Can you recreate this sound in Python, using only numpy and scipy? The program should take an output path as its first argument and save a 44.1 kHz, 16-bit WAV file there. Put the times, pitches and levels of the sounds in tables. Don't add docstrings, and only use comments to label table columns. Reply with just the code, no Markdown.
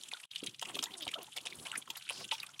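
import sys
import numpy as np
from scipy import signal
from scipy.fft import rfft, irfft
from scipy.io import wavfile
from scipy.ndimage import uniform_filter1d

SR = 44100
rng = np.random.default_rng(int(sys.argv[2]) if len(sys.argv) > 2 else 0)


def unload_audio(sound):
    columns = np.transpose(np.atleast_2d(sound))
    steps = np.round(np.clip(columns, -1, 1) * 32767)
    wavfile.write(sys.argv[1], SR, steps.astype(np.int16))


N = 114660
T = np.arange(N) / SR
FILMS_PER_S = 2500

# frequency in Hz, relative level in dB.
SPRAY_COLOUR = [(900, -21.5), (2500, 7), (5000, 2), (10000, 4.5), (12000, -8), (15500, -20)]


def amp(db):
    return 10 ** (np.asarray(db) / 20)


def unit(x):
    return x / np.sqrt(np.mean(x ** 2) + 1e-20)


def resonate(x, hz, q):
    return signal.lfilter(*signal.iirpeak(min(hz, SR / 4), max(q, .5), fs=SR), x)


def colour(x, outline):
    hz, db = np.array(outline, float).T
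    f = np.maximum(np.fft.rfftfreq(4096, 1 / SR), 1)
    octaves_below = np.maximum(np.log2(hz[0] / f), 0)
    gain_db = np.interp(np.log(f), np.log(hz), db) - 7.8 * octaves_below
    cepstrum = irfft(np.log(amp(gain_db)))
    half = len(cepstrum) // 2
    cepstrum[1:half] *= 2
    cepstrum[half + 1:] = 0
    return signal.fftconvolve(x, irfft(np.exp(rfft(cepstrum))))[:len(x)]


def walk(per_s):
    return np.interp(T * per_s, np.arange(2000), rng.standard_normal(2000))


def gate(start, end, edge_s):
    return np.clip((T - start) / edge_s, 0, 1) * np.clip((end - T) / edge_s, 0, 1)


def fader(levels):
    return amp(np.interp(T, *np.array(levels).T))


def burst(length, per_s, spread_db=2):
    peak = 2 * length
    t = np.arange(int(.25 * SR)) / SR - peak
    swell = np.exp(np.where(t < 0, -(t / (.55 * length)) ** 2, -t / (.5 * length)))
    chance, size, polarity = rng.random((3, len(t)))
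    strength = amp(spread_db * np.minimum(-np.log(1 - size), 4))
    clicks = (chance < per_s / SR) * np.sign(polarity - .5) * strength
    return swell * (unit(clicks) + .34 * rng.standard_normal(len(t))), peak


def add(out, x, start, length, db):
    i = max(int(start * SR), 0)
    x = x * amp(db) * np.sqrt(length * SR / (np.sum(x ** 2) + 1e-20))
    out[i:i + len(x)] += x[:max(N - i, 0)]


def hollow(events, q, skirt_q, lead_s, boost_db):
    out = np.zeros(N)
    for at, length, hz, db in events:
        push, peak = burst(length, FILMS_PER_S)
        ring = resonate(push, hz, q)
        ring = resonate(resonate(ring, hz, skirt_q), hz, skirt_q)
        add(out, ring, at - peak - lead_s, length, db + boost_db)
    return out


def rooting(flutter_db=3):
    # time in seconds, level in dB.
    rustle_levels = [(0, -63.5), (.08, -67.5), (.2, -85), (.41, -84), (.46, -57.5), (.6, -81), (.66, -61.5),
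                     (.79, -57), (.98, -67), (1.1, -63.5), (1.23, -68.5), (1.34, -79), (1.39, -66),
                     (1.6, -59), (1.78, -66), (1.85, -74), (1.9, -61.5), (2.0, -105), (2.07, -78),
                     (2.12, -61), (2.25, -57.5), (2.3, -75.5), (2.6, -80)]
    slop_levels = [(0, -74.5), (.2, -66), (.33, -75.5), (.45, -64), (.59, -86), (.68, -57.5), (.8, -68),
                   (1.02, -62.5), (1.11, -66.5), (1.21, -58), (1.33, -81), (1.39, -68.5), (1.6, -67),
                   (1.69, -58.5), (1.78, -63), (1.85, -76.5), (1.93, -64.5), (2.06, -79), (2.13, -57.5),
                   (2.29, -76), (2.36, -65), (2.6, -73.5)]
    # frequency in Hz, relative level in dB.
    rustle_colour = [(60, -9.5), (150, 2.5), (370, 7), (520, -2.5), (1000, -18)]
    slop_colour = [(250, -21.5), (450, -6.5), (650, 4.5), (1100, 9), (1600, -1), (3500, -21)]
    out = np.zeros(N)
    for levels, outline in ((rustle_levels, rustle_colour), (slop_levels, slop_colour)):
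        noise = rng.standard_normal(N) * amp(flutter_db * walk(44.99))
        out += unit(colour(noise, outline)) * fader(levels)
    return out


def chewing(nibbles_per_s=95, nibble_s=.007, centre_hz=4000, spread_db=3.5, flutter_db=2, hiss_db=-3):
    # time in seconds, level in dB.
    levels = [(0, -53), (.45, -55.5), (.58, -60.5), (.7, -55), (1.25, -57), (1.82, -53), (1.86, -61),
              (1.98, -53), (2.35, -54.5), (2.6, -58)]
    # frequency in Hz, relative level in dB.
    outline = [(850, -38), (1250, -1), (2000, -2), (3100, 7), (4800, -3), (10000, 2.5), (12000, -5),
               (15500, -31)]
    nibbles = np.zeros(N)
    for at in np.arange(0, N / SR, 1 / nibbles_per_s):
        pitch, size, shift = np.clip(rng.standard_normal(3), -2, 2)
        films, _ = burst(nibble_s, 2 * FILMS_PER_S)
        wet = resonate(films, centre_hz * 2 ** (.75 * pitch), q=5)
        add(nibbles, wet, at + shift / nibbles_per_s, nibble_s, spread_db * size)
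    hiss = unit(rng.standard_normal(N) * amp(flutter_db * walk(50)))
    mouths = unit(nibbles) + amp(hiss_db) * hiss
    return unit(colour(mouths, outline)) * fader(levels)


def smacks(open_q=1.9, open_db=-7.5, lead_s=.0005, mist_db=8.5, tint_db=13, spray_hz=(4500, 11000)):
    # peak time and length in seconds, mouth resonance in Hz,
    # ring level and spray level in dB.
    lip_smacks = [(0.036, 0.0023, 3440, -42, -43.5), (0.118, 0.0045, 2460, -41, -52),
                  (0.137, 0.003, 3460, -34, -51.5), (0.234, 0.0016, 2450, -55.5, -49.5),
                  (0.257, 0.0076, 3300, -52.5, -58), (0.313, 0.0074, 3460, -42.5, -54),
                  (0.3524, 0.0016, 3280, -43, -50), (0.3616, 0.0046, 3250, -33, -44),
                  (0.384, 0.0098, 3080, -52, -52.5), (0.4054, 0.001, 3000, -40.5, -51),
                  (0.4375, 0.0075, 3660, -46.5, -58), (0.44, 0.0079, 2900, -46, -49.5),
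                  (0.4648, 0.0031, 3130, -53, -38), (0.472, 0.0057, 3180, -35.5, -49.5),
                  (0.546, 0.0016, 3100, -47, -54), (0.5957, 0.0022, 4600, -76, -39.5),
                  (0.616, 0.005, 3000, -41.5, -44), (0.628, 0.008, 3060, -38.5, -45.5),
                  (0.656, 0.01, 2540, -43, -51), (0.694, 0.017, 3070, -46, -51.5),
                  (0.747, 0.0047, 3400, -41, -62), (0.756, 0.0087, 3240, -38, -46.5),
                  (0.768, 0.0092, 2630, -49, -54), (0.7917, 0.004, 3290, -31, -43),
                  (0.828, 0.0027, 5700, -34, -45), (0.832, 0.0068, 3200, -39, -42),
                  (0.84, 0.0042, 3430, -53, -31), (0.859, 0.0025, 3450, -38.5, -67),
                  (0.942, 0.008, 3600, -43, -78), (0.983, 0.011, 2870, -80, -46.5),
                  (1.0102, 0.0048, 3150, -44, -49), (1.03, 0.016, 3330, -41, -50),
                  (1.054, 0.0026, 3700, -47, -48), (1.069, 0.0024, 3180, -42, -53),
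                  (1.0801, 0.0028, 3140, -31, -45.5), (1.0904, 0.0051, 2500, -40, -48.5),
                  (1.117, 0.0076, 3060, -56, -44.5), (1.141, 0.0041, 3000, -33.5, -47.5),
                  (1.1442, 0.0038, 3300, -33.5, -57), (1.231, 0.0042, 3320, -54, -49),
                  (1.369, 0.0089, 2160, -46, -41), (1.377, 0.0021, 3600, -33.5, -49),
                  (1.384, 0.0051, 2650, -41, -46.5), (1.4557, 0.0026, 2800, -41.5, -46),
                  (1.463, 0.0048, 3330, -41.5, -44.5), (1.4705, 0.0038, 2870, -35.5, -42),
                  (1.5265, 0.0035, 2245, -42.5, -79), (1.661, 0.0062, 2370, -44, -54),
                  (1.67, 0.008, 2920, -42, -47.5), (1.7174, 0.0018, 2780, -33, -40),
                  (1.758, 0.0064, 1950, -35, -49), (1.78, 0.0098, 4200, -63, -36.5),
                  (1.905, 0.006, 3085, -36.5, -40.5), (1.977, 0.012, 4200, -50, -52),
                  (2.092, 0.0026, 2570, -36.5, -40.5), (2.0983, 0.0024, 2570, -30.5, -38),
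                  (2.107, 0.0074, 3070, -41, -47), (2.245, 0.0067, 2960, -43, -50),
                  (2.3144, 0.0039, 2880, -30.5, -68), (2.3163, 0.0027, 3430, -28.5, -69),
                  (2.323, 0.0096, 2720, -35, -47.5), (2.338, 0.026, 3340, -45.5, -46.5),
                  (2.4024, 0.0035, 3920, -37.5, -49.5), (2.433, 0.0088, 2680, -46, -41.5),
                  (2.597, 0.0056, 3000, -40.5, -46)]
    out = np.zeros(N)
    for at, length, hz, ring_db, spray_db in lip_smacks:
        films, peak = burst(length, FILMS_PER_S)
        open_mouth = resonate(resonate(films, hz, open_q), hz, open_q)
        ring = unit(resonate(open_mouth, hz, q=4.2)) + amp(open_db) * unit(open_mouth)
        add(out, ring, at - peak - lead_s, length, ring_db)
        envelope = np.sqrt(np.abs(uniform_filter1d(films ** 2, size=60)))
        mist = envelope * rng.standard_normal(len(films))
        tinted = [(f, db + tint_db * rng.uniform(-1.64, 1)) for f, db in SPRAY_COLOUR]
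        drops = unit(films) + amp(mist_db) * unit(mist)
        treble_rings = sum(unit(resonate(drops, rng.uniform(*spray_hz), q=7)) for _ in range(2))
        spray = colour(unit(drops) + treble_rings / 2, tinted)
        add(out, spray, at - peak, length, spray_db)
    return out


def squelches():
    # peak time and length in seconds, cavity pitch in Hz, level in dB before the boost.
    tongue_presses = [(0.1325, 0.0036, 840, -46.5), (0.6275, 0.0047, 836, -40), (0.701, 0.006, 1040, -48.5),
                      (0.77, 0.0069, 764, -46), (0.792, 0.0049, 1230, -48), (0.835, 0.011, 850, -46),
                      (1.072, 0.01, 790, -46.5), (1.187, 0.018, 490, -50), (1.375, 0.023, 670, -55.5),
                      (1.463, 0.018, 740, -54.5), (1.668, 0.022, 860, -53.5), (1.88, 0.0061, 880, -51.5),
                      (1.973, 0.014, 1240, -54), (2.108, 0.0062, 870, -44.5), (2.215, 0.011, 705, -51),
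                      (2.326, 0.012, 730, -45.5)]
    return hollow(tongue_presses, q=.75, skirt_q=.71, lead_s=.00141, boost_db=2)


def plops():
    # peak time and length in seconds, pitch in Hz, level in dB before the boost.
    air_pockets = [(0.148, 0.0068, 1400, -53), (1.136, 0.0041, 1360, -53), (1.284, 0.0096, 865, -59.5),
                   (1.733, 0.011, 1450, -53.5), (1.744, 0.0074, 1400, -47), (1.905, 0.007, 910, -55.5),
                   (2.326, 0.0094, 915, -42), (2.438, 0.0073, 1220, -57.5), (2.494, 0.0078, 1410, -61)]
    return hollow(air_pockets, q=12.2, skirt_q=.5, lead_s=.00196, boost_db=5)


def rumble(hz=134, q=2.06, db=-74, fade_in_s=.3):
    low = resonate(resonate(rng.standard_normal(N), hz, q), hz, q)
    return unit(low) * amp(db) * np.minimum(T / fade_in_s, 1) ** 4


def bumps(top_hz=550):
    # peak time and length in seconds, pitch in Hz, level in dB before boost and low-pass.
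    knocks = [(0.4305, 0.0045, 278, -44), (0.443, 0.011, 304, -58), (0.49, 0.021, 162, -61),
              (0.755, 0.032, 340, -55), (0.795, 0.019, 360, -55), (1.075, 0.02, 90.5, -65.5),
              (1.08, 0.022, 280, -58.5), (1.781, 0.015, 243, -60.5)]
    thuds = hollow(knocks, q=.59, skirt_q=.73, lead_s=.0024, boost_db=5)
    return signal.sosfilt(signal.butter(4, TOP := top_hz, fs=SR, output="sos"), thuds)


def smack_top_clicks():
    # peak time and length in seconds, level in dB.
    sharp_smacks = [(0.624, 0.0032, -49), (0.771, 0.011, -54.5), (0.834, 0.019, -59), (1.024, 0.0052, -52),
                    (1.232, .002, -46), (1.972, 0.0051, -42.5)]
    # frequency in Hz, relative level in dB.
    outline = [(5000, -29), (11500, 6), (15500, 1)]
    out = np.zeros(N)
    for at, length, db in sharp_smacks:
        clicks, peak = burst(length, FILMS_PER_S / 2)
        add(out, colour(clicks, outline), at - peak, length, db)
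    return out


def hens(octave_db=-1, waver=.06, rough_db=4):
    # start and end in seconds, first and last pitch of the glide in Hz, level in dB.
    calls = [(0.853, 0.91, 944, 944, -56), (0.901, 1.059, 425, 282, -58.5), (1.153, 1.181, 693, 630, -49),
             (1.182, 1.247, 419, 327, -57)]
    out = np.zeros(N)
    for start, end, first_hz, last_hz, db in calls:
        along = np.clip((T - start) / (end - start), 0, 1)
        scoop = 1 - .1 * np.exp(-along / .12)
        hz = (first_hz + (last_hz - first_hz) * along) * scoop
        phase = 2 * np.pi * np.cumsum(hz * (1 + waver * walk(200))) / SR
        note = (np.sin(phase) + amp(octave_db) * np.sin(2 * phase)) * amp(rough_db * walk(160))
        out += unit(note) * gate(start, end, (end - start) / 5) * amp(db)
    return out


def grunt(pulse_hz=79, throat_hz=110, chest_hz=300, db=-58):
    cycles = np.cumsum(pulse_hz * (1 + .0395 * walk(80))) / SR
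    pulses = np.diff(np.floor(cycles), prepend=0)
    voice = resonate(resonate(pulses, throat_hz, q=1), chest_hz, q=.5)
    return unit(voice) * gate(start=1.55, end=1.655, edge_s=.038) * amp(db)


def snuffles():
    # start and end in seconds, centre of the hiss in Hz, level in dB.
    breaths = [(1.565, 1.699, 10700, -57), (2.111, 2.249, 4850, -49.5)]
    out = np.zeros(N)
    for start, end, hz, db in breaths:
        hiss = colour(resonate(rng.standard_normal(N), hz, q=4.8), SPRAY_COLOUR)
        out += unit(hiss) * gate(start, end, edge_s=.013) * amp(db)
    return out


def far_tones():
    # start and end in seconds, pitch in Hz, level in dB.
    tones = [(1.96, 2.523, 1528, -72.5), (2.25, 2.587, 1216, -80)]
    return sum(unit(np.sin(2 * np.pi * hz * T + walk(17))) * gate(start, end, edge_s=.035) * amp(db)
               for start, end, hz, db in tones)


def yard(x, t60_s=.062, scatter_db=-10.5):
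    t = T[:SR // 3]
    tail = rng.standard_normal(len(t)) * amp(-60 * t / t60_s) * (t > .003)
    tail /= np.sqrt(np.sum(tail ** 2))
    return x + amp(scatter_db) * signal.fftconvolve(x, tail)[:N]


def scene():
    events = squelches() + plops() + bumps() + smacks() + smack_top_clicks() + hens() + grunt()
    return (yard(events) + snuffles() + rooting() + chewing() + rumble() + far_tones())[None]


def record(dry, dip_db=-32, top_hz=15800):
    dip = np.interp(T, (.254, .261, .3018, .3158), (0, 1, 1, 0))
    low_pass = signal.ellip(10, .2, 70, top_hz, fs=SR, output="sos")
    return signal.sosfilt(low_pass, dry * amp(dip_db * dip))


dry = scene()
out = record(dry)
unload_audio(out)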